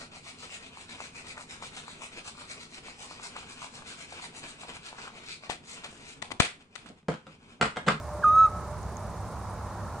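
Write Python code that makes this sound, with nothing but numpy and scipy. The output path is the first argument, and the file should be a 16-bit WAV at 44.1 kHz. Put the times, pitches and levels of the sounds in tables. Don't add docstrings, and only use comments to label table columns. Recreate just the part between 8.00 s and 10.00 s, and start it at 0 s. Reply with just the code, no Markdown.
import sys
import numpy as np
from scipy import signal
from scipy.fft import rfft, irfft
from scipy.io import wavfile
from scipy.ndimage import uniform_filter1d

SR = 44100
rng = np.random.default_rng(int(sys.argv[2]) if len(sys.argv) > 2 else 0)


def generate_wav(signal):
    frames = np.transpose(np.atleast_2d(signal))
    scaled = np.clip(frames, -1, 1) * 32767
    pcm = np.round(scaled).astype(np.int16)
    wavfile.write(sys.argv[1], SR, pcm)


N = 88200

# (frequency [Hz], relative level [dB per Hz])
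RUMBLE_SPECTRUM = [(25, -28), (40, -11), (54, -4), (72, -2), (100, -3), (135, -8.5), (190, -8.5),
                   (240, -17), (400, -18), (560, -15.5), (820, -13.5), (1100, -13.5), (1400, -22.5),
                   (1700, -29.5), (2100, -36), (3000, -69)]
RUMBLE_DB, RUMBLE_SIDE_DB, RUMBLE_FLICKER_DB = -38, -15.5, .6
# (time [s], level [dB])
UPPER_RUMBLE_LEVEL = [(0, 1), (.7, 0.5), (1.1, -1), (1.6, 0.5), (1.85, 3.5), (2, 0)]
UPPER_HZ, UPPER_WIDTH_HZ = 1300, 990

# (frequency [Hz], width of wander [Hz], level [dB])
DRONE_TONES = [(68.6, 3, -45.5), (100.7, 3, -47)]

# (frequency [Hz], relative level [dB per Hz])
HISS_SPECTRUM = [(2000, 1.5), (3200, -3.5), (4500, 4.5), (5600, 0), (6500, 3.5), (7800, -0.5), (9300, -8.5),
                 (11000, -11.5), (15500, -12.5)]
HISS_DB, HISS_SIDE_DB, HISS_FLICKER_DB = -56.5, -1, .15

# (time [s], level [dB])
HUM_LEVEL_CURVE = [(0, -51), (.21, -41.5), (.29, -47), (.58, -54.5), (.69, -47), (.76, -45), (.82, -63),
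                   (1.09, -49.5), (1.4, -61), (2, -56)]
HUM_HZ, HUM_WIDTH_HZ, HUM_WAVER_DB = 599.3, 7, 3

WHINE_HZ, WHINE_DB = 11000, -84.5

# (first chirp [s], last chirp limit [s], period [s], level [dB])
CRICKET_RUNS = [(.036, 1.05, .1072, -57.5), (1.070, 1.55, .1088, -58), (1.63, 2.0, .109, -61)]
STROKE_S, STROKE_GAP_S = .011, .033
CHORUS_DB = -65
# (frequency [Hz], relative level [dB per Hz])
RASP_SPECTRUM = [(7000, -10), (8200, -2), (8950, -1), (9200, 3.5), (9500, -1.5), (10500, -5), (11200, -13),
                 (12200, -24)]
RASP_SIDE_DB = 2.5

# (time [s], level [dB])
TICK_TIMES = [(0.592, -49), (0.8303, -45), (0.9686, -37)]
TICK_HZ, TICK_WIDTH_HZ = 6500, 1200
TICK_T60_S = 0.011

# (delay [s], level [dB])
WALL_ECHOES = [(.01047, -19), (.0186, -16), (.05269, -30), (.13818, -25), (.20367, -36)]
ECHO_CUT_HZ = 6000
BEAM_DELAY_S, BEAM_DB, BEAM_ABOVE_HZ = .01041, -6, 2600
YARD_DB, YARD_T60_S = -37, .5

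# (time [s], pitch [Hz])
OWL_PITCH = [(.229, 1680), (.237, 1560), (.2445, 1250), (.258, 1240), (.288, 1236), (.335, 1265),
             (.385, 1293), (.418, 1302), (.451, 1288), (.470, 1235)]
# (time [s], level [dB])
OWL_EFFORT = [(.225, -49), (.236, -29.5), (.244, -16.5), (.262, -19), (.322, -20.5), (.365, -17),
              (.412, -14), (.457, -17), (.470, -26.5), (.484, -41)]
# (multiple of the pitch [times], level against the fundamental [dB])
OWL_OVERTONES = [(2, -45), (3, -43), (4, -53), (5, -44.5)]
WAVER_SHARE, WAVER_RATE_HZ = 0.00064, 70
FLUTTER_DB, OVERTONE_FLUTTER_DB, FLUTTER_RATE_HZ = -0.24, 1.5, 10
SCOOP_END_S, SCOOP_FADE_S = .241, 0.0033
SCOOP_BRIGHT_DB = 10

LEFT_DB, RIGHT_DB = -0.91, 0.74
TOP_STOP_HZ = 16200


def from_db(db):
    return 10 ** (np.asarray(db) / 20)


def rms_one(x):
    return x / np.sqrt(np.mean(x ** 2) + 1e-20)


def in_time(rows):
    return np.interp(np.arange(N) / SR, *np.transpose(rows))


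def drift(rate_hz):
    step = 40
    r = np.exp(-2 * np.pi * rate_hz * step / SR)
    noise = rng.standard_normal(N // step + 2002)
    slow = signal.lfilter([1], [1, -2 * r, r * r], noise)[2000:]
    return np.interp(np.arange(N) / step, np.arange(len(slow)), rms_one(slow))


def resonate(x, hz, width_hz):
    r = np.exp(-np.pi * width_hz / SR)
    feed = np.array([1, 0, -1]) * (1 - r * r) / 2
    ring = [1, -2 * r * np.cos(2 * np.pi * hz / SR), r * r]
    return signal.lfilter(feed, ring, x + 1e-18)


def stereo(pair, side_db):
    shared, opposed = pair
    return shared + from_db(side_db) * opposed * np.array([[1], [-1]])


def banded_noise(spectrum, flicker_db, side_db):
    hz, db = np.transpose(spectrum)
    edges = 22 * 2 ** (np.arange(30) / 3)
    white = rng.standard_normal((2, 2, N + SR // 2))
    out = 0
    for k, (low, high) in enumerate(zip(edges, edges[1:])):
        bandpass = signal.butter(2, [low, high], "band", fs=SR, output="sos")
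        band = signal.sosfilt(bandpass, white[k % 2])[:, -N:]
        band_db = np.interp(np.log(low * high) / 2, np.log(hz), db)
        outside = max(hz[0] / high, low / hz[-1], 1)
        out = out + band * from_db(band_db + flicker_db * drift(10)) / outside ** 4
    return rms_one(stereo(out, side_db))


def wavering(hz, width_hz):
    pitch = hz + width_hz / 2 * drift(7)
    cycles = rng.random() + np.cumsum(pitch / SR)
    return np.sqrt(2) * np.sin(2 * np.pi * cycles)


def traffic_rumble():
    rumble = from_db(RUMBLE_DB) * banded_noise(RUMBLE_SPECTRUM, RUMBLE_FLICKER_DB, RUMBLE_SIDE_DB)
    upper = resonate(rumble, UPPER_HZ, UPPER_WIDTH_HZ)
    return rumble + (from_db(in_time(UPPER_RUMBLE_LEVEL)) - 1) * upper


def drone():
    return sum(from_db(db) * wavering(hz, width_hz) for hz, width_hz, db in DRONE_TONES)


def hiss():
    return from_db(HISS_DB) * banded_noise(HISS_SPECTRUM, HISS_FLICKER_DB, HISS_SIDE_DB)


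def hum():
    level_db = in_time(HUM_LEVEL_CURVE) + HUM_WAVER_DB * drift(11)
    return from_db(level_db) * wavering(HUM_HZ, HUM_WIDTH_HZ)


def whine():
    return from_db(WHINE_DB) * wavering(WHINE_HZ, width_hz=1)


def night():
    return traffic_rumble() + drone() + hiss() + hum() + whine()


def crickets():
    t = np.arange(N) / SR
    strokes = np.zeros(N)
    for first, last, period, db in CRICKET_RUNS:
        for chirp in np.arange(first, last, period):
            for centre in (chirp, chirp + STROKE_GAP_S):
                stroke = np.exp(-((t - centre) / STROKE_S) ** 2)
                strokes += from_db(db + rng.normal(0, 1)) * stroke
    hz, db = np.transpose(RASP_SPECTRUM)
    bins_hz = np.linspace(0, SR / 2, N // 2 + 1)
    colour = from_db(np.interp(bins_hz, hz, db, left=-np.inf, right=-np.inf))
    noise = irfft(rfft(rng.standard_normal((2, N))) * colour, N)
    rasp = rms_one(stereo(noise, RASP_SIDE_DB))
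    return rasp * np.hypot(strokes, from_db(CHORUS_DB))


def ticks():
    t = np.arange(N) / SR
    bursts = sum((t >= s) * from_db(db - 60 * np.abs(t - s) / TICK_T60_S) for s, db in TICK_TIMES)
    grain = bursts * rng.standard_normal((2, N))
    for _ in range(2):
        grain = resonate(grain, TICK_HZ, TICK_WIDTH_HZ)
    return stereo(grain, side_db=-1) * np.sqrt(SR / (np.pi * TICK_WIDTH_HZ))


def yard(x):
    t = np.arange(N) / SR
    dull = signal.sosfilt(signal.butter(1, ECHO_CUT_HZ, fs=SR, output="sos"), x)
    bright = signal.sosfilt(signal.butter(6, BEAM_ABOVE_HZ, "high", fs=SR, output="sos"), x)
    echoes = sum(from_db(db) * np.interp(t - delay, t, dull, left=0) for delay, db in WALL_ECHOES)
    beam = from_db(BEAM_DB) * np.interp(t - BEAM_DELAY_S, t, bright, left=0)
    scatter = stereo(rng.standard_normal((2, N)), side_db=-7.5) * from_db(-60 * t / YARD_T60_S)
    tail = signal.fftconvolve(dull[None], rms_one(scatter) / np.sqrt(N), axes=1)[:, :N]
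    return x + echoes + beam + from_db(YARD_DB) * tail


def owl():
    t = np.arange(N) / SR
    pitch = in_time(OWL_PITCH) * (1 + WAVER_SHARE * drift(WAVER_RATE_HZ))
    phase = 2 * np.pi * np.cumsum(pitch) / SR
    scoop_db = SCOOP_BRIGHT_DB * np.clip((SCOOP_END_S - t) / SCOOP_FADE_S, 0, 1)
    voice = np.sin(phase)
    for multiple, db in OWL_OVERTONES:
        overtone_db = db + OVERTONE_FLUTTER_DB * drift(FLUTTER_RATE_HZ)
        if multiple == 2:
            overtone_db = overtone_db + scoop_db
        voice = voice + from_db(overtone_db) * np.sin(multiple * phase)
    start, end = OWL_EFFORT[0][0], OWL_EFFORT[-1][0]
    sounding = uniform_filter1d(((t > start) & (t < end)) * 1., size=128)
    effort_db = in_time(OWL_EFFORT) + FLUTTER_DB * drift(FLUTTER_RATE_HZ)
    return np.sqrt(2) * voice * sounding * from_db(effort_db)


def scene():
    return night() + crickets() + ticks() + yard(owl())


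def record(dry):
    lowpass = signal.cheby2(20, 70, TOP_STOP_HZ, fs=SR, output="sos")
    return signal.sosfilt(lowpass, dry * from_db([[LEFT_DB], [RIGHT_DB]]))


dry = scene()
out = record(dry)
generate_wav(out)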